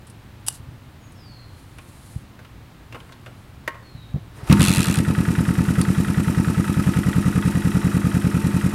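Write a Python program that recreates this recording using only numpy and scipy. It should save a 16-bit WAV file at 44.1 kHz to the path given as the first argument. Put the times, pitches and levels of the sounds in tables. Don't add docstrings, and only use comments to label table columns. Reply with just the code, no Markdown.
import sys
import numpy as np
from scipy import signal
from scipy.fft import rfft, irfft, next_fast_len
from scipy.io import wavfile
from scipy.ndimage import uniform_filter1d, map_coordinates

SR = 44100
rng = np.random.default_rng(int(sys.argv[2]) if len(sys.argv) > 2 else 0)


def generate_wav(sig):
    pcm = np.round(np.clip(np.atleast_2d(sig).T, -1, 1) * 32767).astype(np.int16)
    wavfile.write(sys.argv[1], SR, pcm)


N = 385434


def amp(db):
    return 10 ** (np.asarray(db) / 20)


def unit(x):
    return x / np.sqrt(np.mean(x ** 2) + 1e-20)


def along(points, hz):
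    f, v = np.transpose(points)
    return np.interp(np.log(hz + 1), np.log(f + 1), v)


def wobble(rate_hz):
    knots = rng.standard_normal(int(N * rate_hz / SR) + 4)
    return map_coordinates(knots, [np.arange(N) * rate_hz / SR])


def filtered(x, response):
    m = next_fast_len(len(x) + SR // 2)
    return irfft(rfft(x, m) * response(np.fft.rfftfreq(m, 1 / SR)), m)[:len(x)]


def noise(spectrum, size=N):
    return unit(filtered(rng.standard_normal(size), lambda hz: amp(along(spectrum, hz))))


def resonances(modes, f):
    return sum((-1) ** k * amp(db) * 1j * f * width / (centre * centre - f * f + 1j * f * width)
               for k, (centre, width, db) in enumerate(modes))


def ringing(excitation, modes):
    return unit(filtered(excitation, lambda f: resonances(modes, f))) * np.std(excitation)


def struck(modes):
    t = np.arange(SR // 3) / SR
    scatter_db = rng.normal(0, 1.2, len(modes))
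    return sum((-1) ** k * amp(db + scatter_db[k] - 60 * t / t60) * np.sin(2 * np.pi * hz * t)
               for k, (hz, db, t60) in enumerate(modes))


def add(track, s, sound):
    part = track[max(round(s * SR), 0):][:len(sound)]
    part += sound[:len(part)]


def strikes(rows):
    power, t = np.zeros(N), np.arange(SR // 5) / SR
    for s, db, t60, *_ in rows:
        blow = amp(db - 60 * t / t60) * (1 - np.exp(-t / 0.00026))
        add(power, s, blow ** 2)
    return np.sqrt(power)


# f/Hz, level/dB
TRAFFIC_SPECTRUM = [(12, -34), (22, -2), (40, -4), (75, -5.5), (120, -0.5), (160, -11.5), (280, -14.5),
                    (400, -22), (550, -24), (1000, -24.5), (1600, -27.5), (4000, -34.5), (5700, -41.5),
                    (15800, -45.5)]


def traffic():
    rumble = noise(TRAFFIC_SPECTRUM) * amp(-42.5)
    bass = filtered(rumble, lambda hz: 1 / (1 + (hz / 200) ** 2))
    return rumble + bass * (amp(wobble(6.3)) - 1)


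# t/s, length/s, start f/Hz, end f/Hz, level/dB
BIRD_NOTES = [(1.002, 0.11, 6800, 6600, -60), (1.14, .34, 5740, 4110, -52), (3.822, .11, 4500, 4210, -54.5),
              (3.919, 0.19, 4210, 3720, -54.5)]
SLIDE_POWER, SWELL_POWER = 2.4, 0.84
FLUTTER_SHARE = 0.0083


def bird():
    track, flutter = np.zeros(N), 1 + FLUTTER_SHARE * wobble(400)
    for s, length, start_hz, end_hz, db in BIRD_NOTES:
        u = np.linspace(0, 1, round(length * SR))
        slide_hz = end_hz + (start_hz - end_hz) * (1 - u) ** SLIDE_POWER
        hz = slide_hz * flutter[round(s * SR):][:len(u)]
        swell = np.abs(np.sin(np.pi * u)) ** SWELL_POWER
        add(track, s, amp(db) * swell * np.sin(2 * np.pi * np.cumsum(hz) / SR))
    return track


# f/Hz, level/dB
JEANS_SPECTRUM = [(2350, -25), (4000, 2), (5650, -3), (8650, 3.5), (9960, 4.5), (12100, -2), (15500, -18)]
# peak t/s, level/dB, rise/s, fall/s
RUB_STROKES = [(.545, -47, .025, 0.027), (1.6, -63, .05, 0.041), (2.12, -55.5, 0.26, 0.07),
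               (3.0, -66, .04, 0.11), (3.42, -67, .12, .05)]


def jeans():
    t = np.arange(N) / SR
    stroke = sum(amp(db) * np.exp(-.5 * ((t - s) / np.where(t < s, rise, fall)) ** 2)
                 for s, db, rise, fall in RUB_STROKES)
    return noise(JEANS_SPECTRUM) * stroke * amp(1.2 * wobble(60))


# t/s, level/dB, f/Hz
LOW_THUDS = [(.6, -29.5, 75), (.685, -27, 100), (0.881, -33.5, 78), (2.16, -16.5, 106), (3.949, -23.5, 109),
             (4.141, -12.5, 119), (4.156, -15, 137), (4.178, -26, 152), (4.43, -23, 111)]
# t/s, level/dB, t60/s
CASE_KNOCKS = [(4.146, -32, .04), (4.156, -28, 0.078), (4.5, -19, 0.11)]


def thuds():
    track, t = np.zeros(N), np.arange(SR // 8) / SR
    u = t / 0.0047
    push = (u * np.exp(1 - u)) ** 2
    for s, db, hz in LOW_THUDS:
        add(track, s, -amp(db) * push * np.sin(2 * np.pi * hz * t))
    dull = noise([(100, -11), (250, 0), (400, -6), (650, -13), (1000, -30), (3000, -60)])
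    return track + strikes(CASE_KNOCKS) * dull


# t/s, relative level/dB, t60/s
SWITCH_SNAP = (.4835, -1.7, 0.021)
PIN_GAP_S, PIN_DB, PIN_GROWTH_DB, PIN_T60_S = .0062, -18, 2, .045
REBOUND_S, REBOUND_DB, REBOUND_T60_S = 0.021, -29, .018


def key_turn(pin_count=3):
    s = SWITCH_SNAP[0]
    pins = [(s - (k + 1) * PIN_GAP_S, PIN_DB - k * PIN_GROWTH_DB, PIN_T60_S) for k in range(pin_count)]
    rebounds = [(s + k * REBOUND_S, REBOUND_DB, REBOUND_T60_S) for k in (1, 2)]
    return pins + [SWITCH_SNAP] + rebounds


# f/Hz, relative level/dB
KEY_SPECTRUM = [(250, -50), (450, -34), (900, -15), (2300, -22.5), (2900, -10.5), (4200, -18), (4900, -10),
                (6800, -16), (8000, -4.5), (10200, -3.5), (12500, -21), (16000, -28)]
LEVER_SPECTRUM = [(150, -47), (250, 1.5), (631, -2.5), (774, -6), (1050, -7), (1410, 0.5), (1590, -5),
                  (2020, -15.5), (2480, -9), (2900, -8), (4150, -45), (8520, -43), (15000, -59)]
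# t/s, relative level/dB, t60/s
CATCH_SNAPS = [(.069, -39, 0.093), (.099, -36.5, 0.056), (1.12, -44, .06), (1.784, -36, 0.023),
               (3.26, -42, .03), (5.814, -7.5, 0.015)]
# t/s, relative level/dB, t60/s, ring f/Hz
LEVER_CLACKS = [(1.785, -31.5, 0.063, 2500), (2.391, -35, 0.096, 1490), (2.448, -35.5, .05, 2730),
                (2.925, -30, 0.069, 2660), (2.945, -26.5, 0.11, 930), (2.955, -28.5, 0.11, 438),
                (3.002, -34, 0.044, 2980), (3.092, -36.5, 0.083, 1100), (3.122, -33, 0.059, 3720),
                (3.261, -32, 0.059, 2650), (3.266, -32, 0.13, 600), (3.677, -11, 0.044, 1930),
                (3.744, -33, 0.1, 1077), (4.474, -27.5, 0.088, 1250), (4.497, -17.5, 0.11, 2460),
                (4.511, -9, 0.098, 1350), (4.606, -13, 0.054, 2670), (5.814, -24.5, 0.086, 4500)]
# f/Hz, relative level/dB, t60/s
LEVER_MODES = [(453, -11, 0.14), (930, -3, 0.12), (1077, 2, 0.16), (1583, -1, 0.086), (1860, 4, 0.029),
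               (2120, 3, 0.044), (2380, -5, 0.04), (2850, -4, 0.038), (3620, -5.5, 0.038)]


def controls():
    ring, t = np.zeros(N), np.arange(SR // 5) / SR
    for s, db, t60, hz in LEVER_CLACKS:
        rattle = ringing(rng.standard_normal(len(t)), [(hz, hz / 6, 0)])
        add(ring, s, amp(db - 9.5 - 60 * t / t60) * rattle)
        add(ring, s, amp(db - 19) * struck(LEVER_MODES))
    clacks = amp(-10.5) * noise(LEVER_SPECTRUM) * strikes(LEVER_CLACKS)
    snaps = amp(-8.5) * noise(KEY_SPECTRUM) * strikes(CATCH_SNAPS + key_turn())
    return ring + clacks + snaps


RATCHET_START_S, TOOTH_S = 4.596, .010835
EASE_AFTER_TEETH, TOOTH_STRETCH_S = 13.87, .000286
TOOTH_DB, TOOTH_FADE_DB, TOOTH_SCATTER_DB = -7, 0.28, 1.5
BITE_DB, BITE_TEETH = 12, 0.59


def teeth(count=33):
    k = np.arange(count)
    gaps = TOOTH_S + TOOTH_STRETCH_S * np.maximum(k - EASE_AFTER_TEETH, 0)
    db = TOOTH_DB - TOOTH_FADE_DB * k - BITE_DB * np.exp(-k / BITE_TEETH)
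    db = db + rng.normal(0, TOOTH_SCATTER_DB, count)
    s = RATCHET_START_S + np.cumsum(gaps) - gaps + rng.normal(0, 0.00034, count)
    return list(zip(s, db))


# t/s, relative level/dB
PAWL_THROW = (4.526, -7.5)
# f/Hz, relative level/dB
PAWL_SPECTRUM = [(470, -38), (800, -17), (907, 2), (990, -29), (1260, -19), (2150, -3), (2630, -7.5),
                 (5640, -9), (9310, -3.5), (12100, -11), (16000, -37)]
# f/Hz, width/Hz, relative level/dB
WHEEL_MODES = [(2670, 220, 8.5), (3410, 230, 4.5), (4030, 640, 2), (5100, 310, -19), (7900, 400, -6),
               (9040, 450, -14), (10400, 410, -9), (11900, 350, -10)]


def ratchet():
    blows = [PAWL_THROW] + teeth()
    snap = strikes([(s, db, .015) for s, db in blows])
    rattle = strikes([(s, db, .035) for s, db in blows])
    wheel = ringing(rattle * rng.standard_normal(N), WHEEL_MODES)
    return amp(-5.0) * noise(PAWL_SPECTRUM) * snap + amp(-12.0) * wheel


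# t/s, speed/rpm
CRANK_SPEED = [(4.3, 0.0), (4.6, 1541.0), (4.66, 1274.0), (4.95, 1175.0), (6.05, 1225.0), (6.3, 1190.0),
               (6.75, 1236.0), (7.8, 1220.0), (8.05, 1195.0), (8.7, 1227.0)]
FIRST_FIRING_S = 4.525


def crank_rpm():
    s, rpm = np.transpose(CRANK_SPEED)
    return np.interp(np.arange(N) / SR, s, rpm)


def crank():
    cycles = np.cumsum(crank_rpm() / 60 / 2) / SR
    return cycles - cycles[round(FIRST_FIRING_S * SR)]


def cycle_times(place):
    cycles = crank()
    return np.interp(np.arange(place, cycles[-1], 1), cycles, np.arange(N) / SR)


IDLE_RPM, SPEED_POWER = 1210, 1.06
# start t/s, end t/s
STARTER_MESH = (4.472, 5.0)


def works_gain(idle_db, starter_db, unfired_db):
    t = np.arange(N) / SR
    step_db = np.select([t < STARTER_MESH[0], t < STARTER_MESH[1]], [unfired_db, starter_db], 0.)
    load_db = uniform_filter1d(step_db, size=SR // 50)
    return (crank_rpm() / IDLE_RPM) ** SPEED_POWER * amp(idle_db + load_db)


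# place/cycle, width/cycle, relative level/dB
HISS_SURGES = [(.06, 0.059, 5.5), (.36, 0.048, 1.5), (.56, .04, -1), (.81, 0.076, 1.5)]
# f/Hz, relative level/dB
CHAIN_SPECTRUM = [(1470, -24), (2500, 0.5), (3400, -9), (4000, -20), (4290, -14.5), (5240, -9),
                  (6760, -8.5), (8080, -9), (8790, -8), (9870, -6.5), (12700, -12.5), (14000, -18),
                  (15800, -31)]
# f/Hz, width/Hz, relative level/dB
COVER_MODES = [(3880, 120, 3), (5320, 52, 2), (5760, 51, 3.5), (6600, 96, -10), (7300, 91, 2),
               (8210, 78, 6.5), (8740, 44, -4), (9240, 74, 0.5), (9650, 370, -1), (10830, 250, -5),
               (12160, 170, -1.5), (12400, 130, -20)]
CHAIN_DB, STARTER_CHAIN_DB, UNFIRED_CHAIN_DB = -41, 2.3, -7.5


def chain():
    cycles = crank()
    surge = sum(amp(db) * np.exp(-.5 * (((cycles - place + .5) % 1 - .5) / width) ** 2)
                for place, width, db in HISS_SURGES)
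    links = unit((1.33 + surge) * amp(1.64 * wobble(600) + 0.93 * wobble(60)))
    ticks = unit((rng.random(N) < 400 / SR) * rng.standard_normal(N))
    rough = links * (rng.standard_normal(N) + 0.32 * ticks)
    sputter = unit(filtered(rough, lambda hz: amp(along(CHAIN_SPECTRUM, hz))))
    covers = ringing(links * rng.standard_normal(N), COVER_MODES)
    hiss = amp(-1.5) * sputter + amp(-7) * covers
    return works_gain(CHAIN_DB, STARTER_CHAIN_DB, UNFIRED_CHAIN_DB) * hiss


# f/Hz, relative level/dB, t60/s
ROCKER_MODES = [(1697, -4, .04), (1942, -0.5, 0.036), (2100, -11, 0.02), (2610, -20, .035),
                (3236, -13, 0.033)]
# f/Hz, relative level/dB, t60/s
SEAT_MODES = [(1293, -4.5, 0.051), (1470, -3, 0.043), (1630, -19, 0.027)]
# place/cycle, relative level/dB
ROCKER_TICKS = [(.472, 0), (.815, -3)]
TICK_DB, TICK_FADE_DB_PER_S = -26.5, 1.24


def loose_tappet():
    track, t = np.zeros(N), np.arange(SR // 3) / SR
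    crack_spectrum = [(600, -23), (1300, 6), (2200, -3.0), (3500, -5.0), (6000, -28)]
    for place, db in ROCKER_TICKS:
        for s in cycle_times(place):
            crack = noise(crack_spectrum, size=len(t)) * amp(-60 * t / 0.04)
            scatter_db, late = rng.normal(0, [1.3, .0009])
            fade_db = TICK_FADE_DB_PER_S * (s - FIRST_FIRING_S)
            size = amp(TICK_DB + db - fade_db + scatter_db)
            add(track, s + late, size * (struck(ROCKER_MODES) + 0.74 * crack))
            add(track, s + late + 0.00305, size * struck(SEAT_MODES))
    return track


# place/cycle, relative level/dB, t60/s
TAPPET_KNOCKS = [(0.051, 0, 0.068), (.5, -7.5, 0.14), (.6, -4, 0.1), (.85, 1.5, 0.035)]
# f/Hz, width/Hz, relative level/dB
CASE_MODES = [(886, 24, 3.5), (1273, 98, 5), (1714, 95, -3), (1912, 63, -0.5), (2570, 216, -7.5),
              (3880, 130, -16), (4500, 60, -21)]
# f/Hz, relative level/dB
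CHURN_SPECTRUM = [(240, -16), (400, -1.5), (445, -1), (489, -7.5), (770, -7.5), (874, -12.5), (972, -9),
                  (1280, -8.5), (1580, -10), (1950, -11.5), (2170, -16), (2540, -24.5), (5000, -21.5),
                  (6500, -36), (11000, -120)]
# t/s, relative level/dB
CATCH_KNOCK = (4.511, -24.5)
# f/Hz, relative level/dB, t60/s
FIN_MODES = [(910, -0.5, 0.34), (1273, 1, 0.08)]
CLATTER_DB, STARTER_CLATTER_DB, UNFIRED_CLATTER_DB = -35.5, 3.5, -0.5


def valve_gear():
    knocks = [(s + rng.normal(0, .0006), db + rng.normal(0, 1.2), t60)
              for place, db, t60 in TAPPET_KNOCKS for s in cycle_times(place)]
    ring = ringing(unit(strikes(knocks) * rng.standard_normal(N)), CASE_MODES) * amp(-7.0)
    load_db = 1.7 * np.cos(2 * np.pi * (crank() + 0.027))
    churn = noise(CHURN_SPECTRUM) * amp(-4 + load_db + 0.47 * wobble(120))
    fins = noise([(800, -45), (880, -8), (899, 1), (918, -11.5), (1000, -58)]) * amp(-14.5)
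    gear = works_gain(CLATTER_DB, STARTER_CLATTER_DB, UNFIRED_CLATTER_DB) * (ring + churn + fins)
    add(gear, CATCH_KNOCK[0], amp(CATCH_KNOCK[1]) * struck(FIN_MODES))
    return gear


FLARE_DB, FLARE_S = 7.5, 0.066
SETTLE_DB_PER_S = 0.44
COLD_LOPE_DB, COLD_UNTIL_S = 1.16, 6.7


def firings(place, scatter_db):
    s = cycle_times(place)
    age = np.maximum(s - FIRST_FIRING_S, 0)
    weak = (np.arange(len(s)) % 2 == 0) & (s < COLD_UNTIL_S)
    effort_db = FLARE_DB * np.exp(-age / FLARE_S) - SETTLE_DB_PER_S * age - COLD_LOPE_DB * weak
    late, uneven_db = rng.normal(0, [0.00033, scatter_db], (len(s), 2)).T
    return s + late, effort_db + uneven_db


def pipe(place, modes, gain_db, muffler_hz, misfires=()):
    pulses = np.zeros(N)
    times, levels_db = firings(place, scatter_db=0.63)
    for s, db in misfires:
        levels_db[np.argmin(np.abs(times - s))] += db
    for s, db in zip(times, levels_db):
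        add(pulses, s, amp([db + gain_db]))

    def response(f):
        muffler = 1 + np.sqrt(2) * 1j * f / muffler_hz - (f / muffler_hz) ** 2
        return resonances(modes, f) / muffler
    return filtered(pulses, response)


# f/Hz, width/Hz, relative level/dB
FAR_PIPE_MODES = [(122, 53, -3.5), (183.9, 36.3, 1.5), (198, 33.8, -3)]
NEAR_PIPE_MODES = [(97.5, 37, -6), (187, 74, -4.5), (204.6, 12.8, -3)]
# t/s, level change/dB
FAR_MISFIRES = [(4.88, -3), (6.08, -5.5), (6.67, -10)]
# delay/s, share
WALL_REFLECTIONS = [(.004, .43), (0.014, 0.25), (0.0589, .11)]


def exhaust():
    far = pipe(-.233, FAR_PIPE_MODES, gain_db=45.5, muffler_hz=330, misfires=FAR_MISFIRES)
    near = pipe(0, NEAR_PIPE_MODES, gain_db=46.5, muffler_hz=340)
    intake_modes = [(186.6, 4.2, 0.5), (250, 8.4, -2.5), (284.7, 27.0, -4.0), (339.8, 12.1, 5.5),
                    (455, 13, -19.0)]
    intake = pipe(0.21, intake_modes, gain_db=29.5, muffler_hz=447)

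    def reflections(f):
        return 1 + sum(share * np.exp(-2j * np.pi * f * delay) for delay, share in WALL_REFLECTIONS)
    return filtered(far + near + intake, reflections)


def echo(x, decay):
    hz, t, z = signal.stft(rng.standard_normal(SR // 2), SR, nperseg=256)
    fade = amp(-60 * t / along(decay, hz)[:, None])
    tail = signal.istft(z * fade, SR, nperseg=256)[1]
    delayed = np.pad(tail, (SR // 80, 0))
    return signal.fftconvolve(x, delayed / np.linalg.norm(tail))[:N]


# f/Hz, t60/s
YARD_DECAY = [(100, 0.39), (1000, 0.77), (4000, 0.17), (12000, 0.11)]
STREET_DECAY = [(1000, .9), (4000, 0.88), (8000, 0.37)]


def scene():
    whistle, pipes = bird(), exhaust()
    metal = controls() + ratchet() + chain() + loose_tappet() + valve_gear()
    yard = echo(amp(-20.0) * pipes + amp(-17.5) * metal, YARD_DECAY)
    street = amp(-3) * echo(whistle, STREET_DECAY)
    return (traffic() + whistle + jeans() + thuds() + metal + pipes + yard + street)[None]


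TOP_HZ = 15850


def record(dry):
    thinned = filtered(dry[0], lambda hz: amp(along([(20, -7.0), (38, -16.5), (52, 0)], hz)))
    return filtered(np.clip(thinned, -1, 1), lambda hz: hz < TOP_HZ)[None]


dry = scene()
out = record(dry)
generate_wav(out)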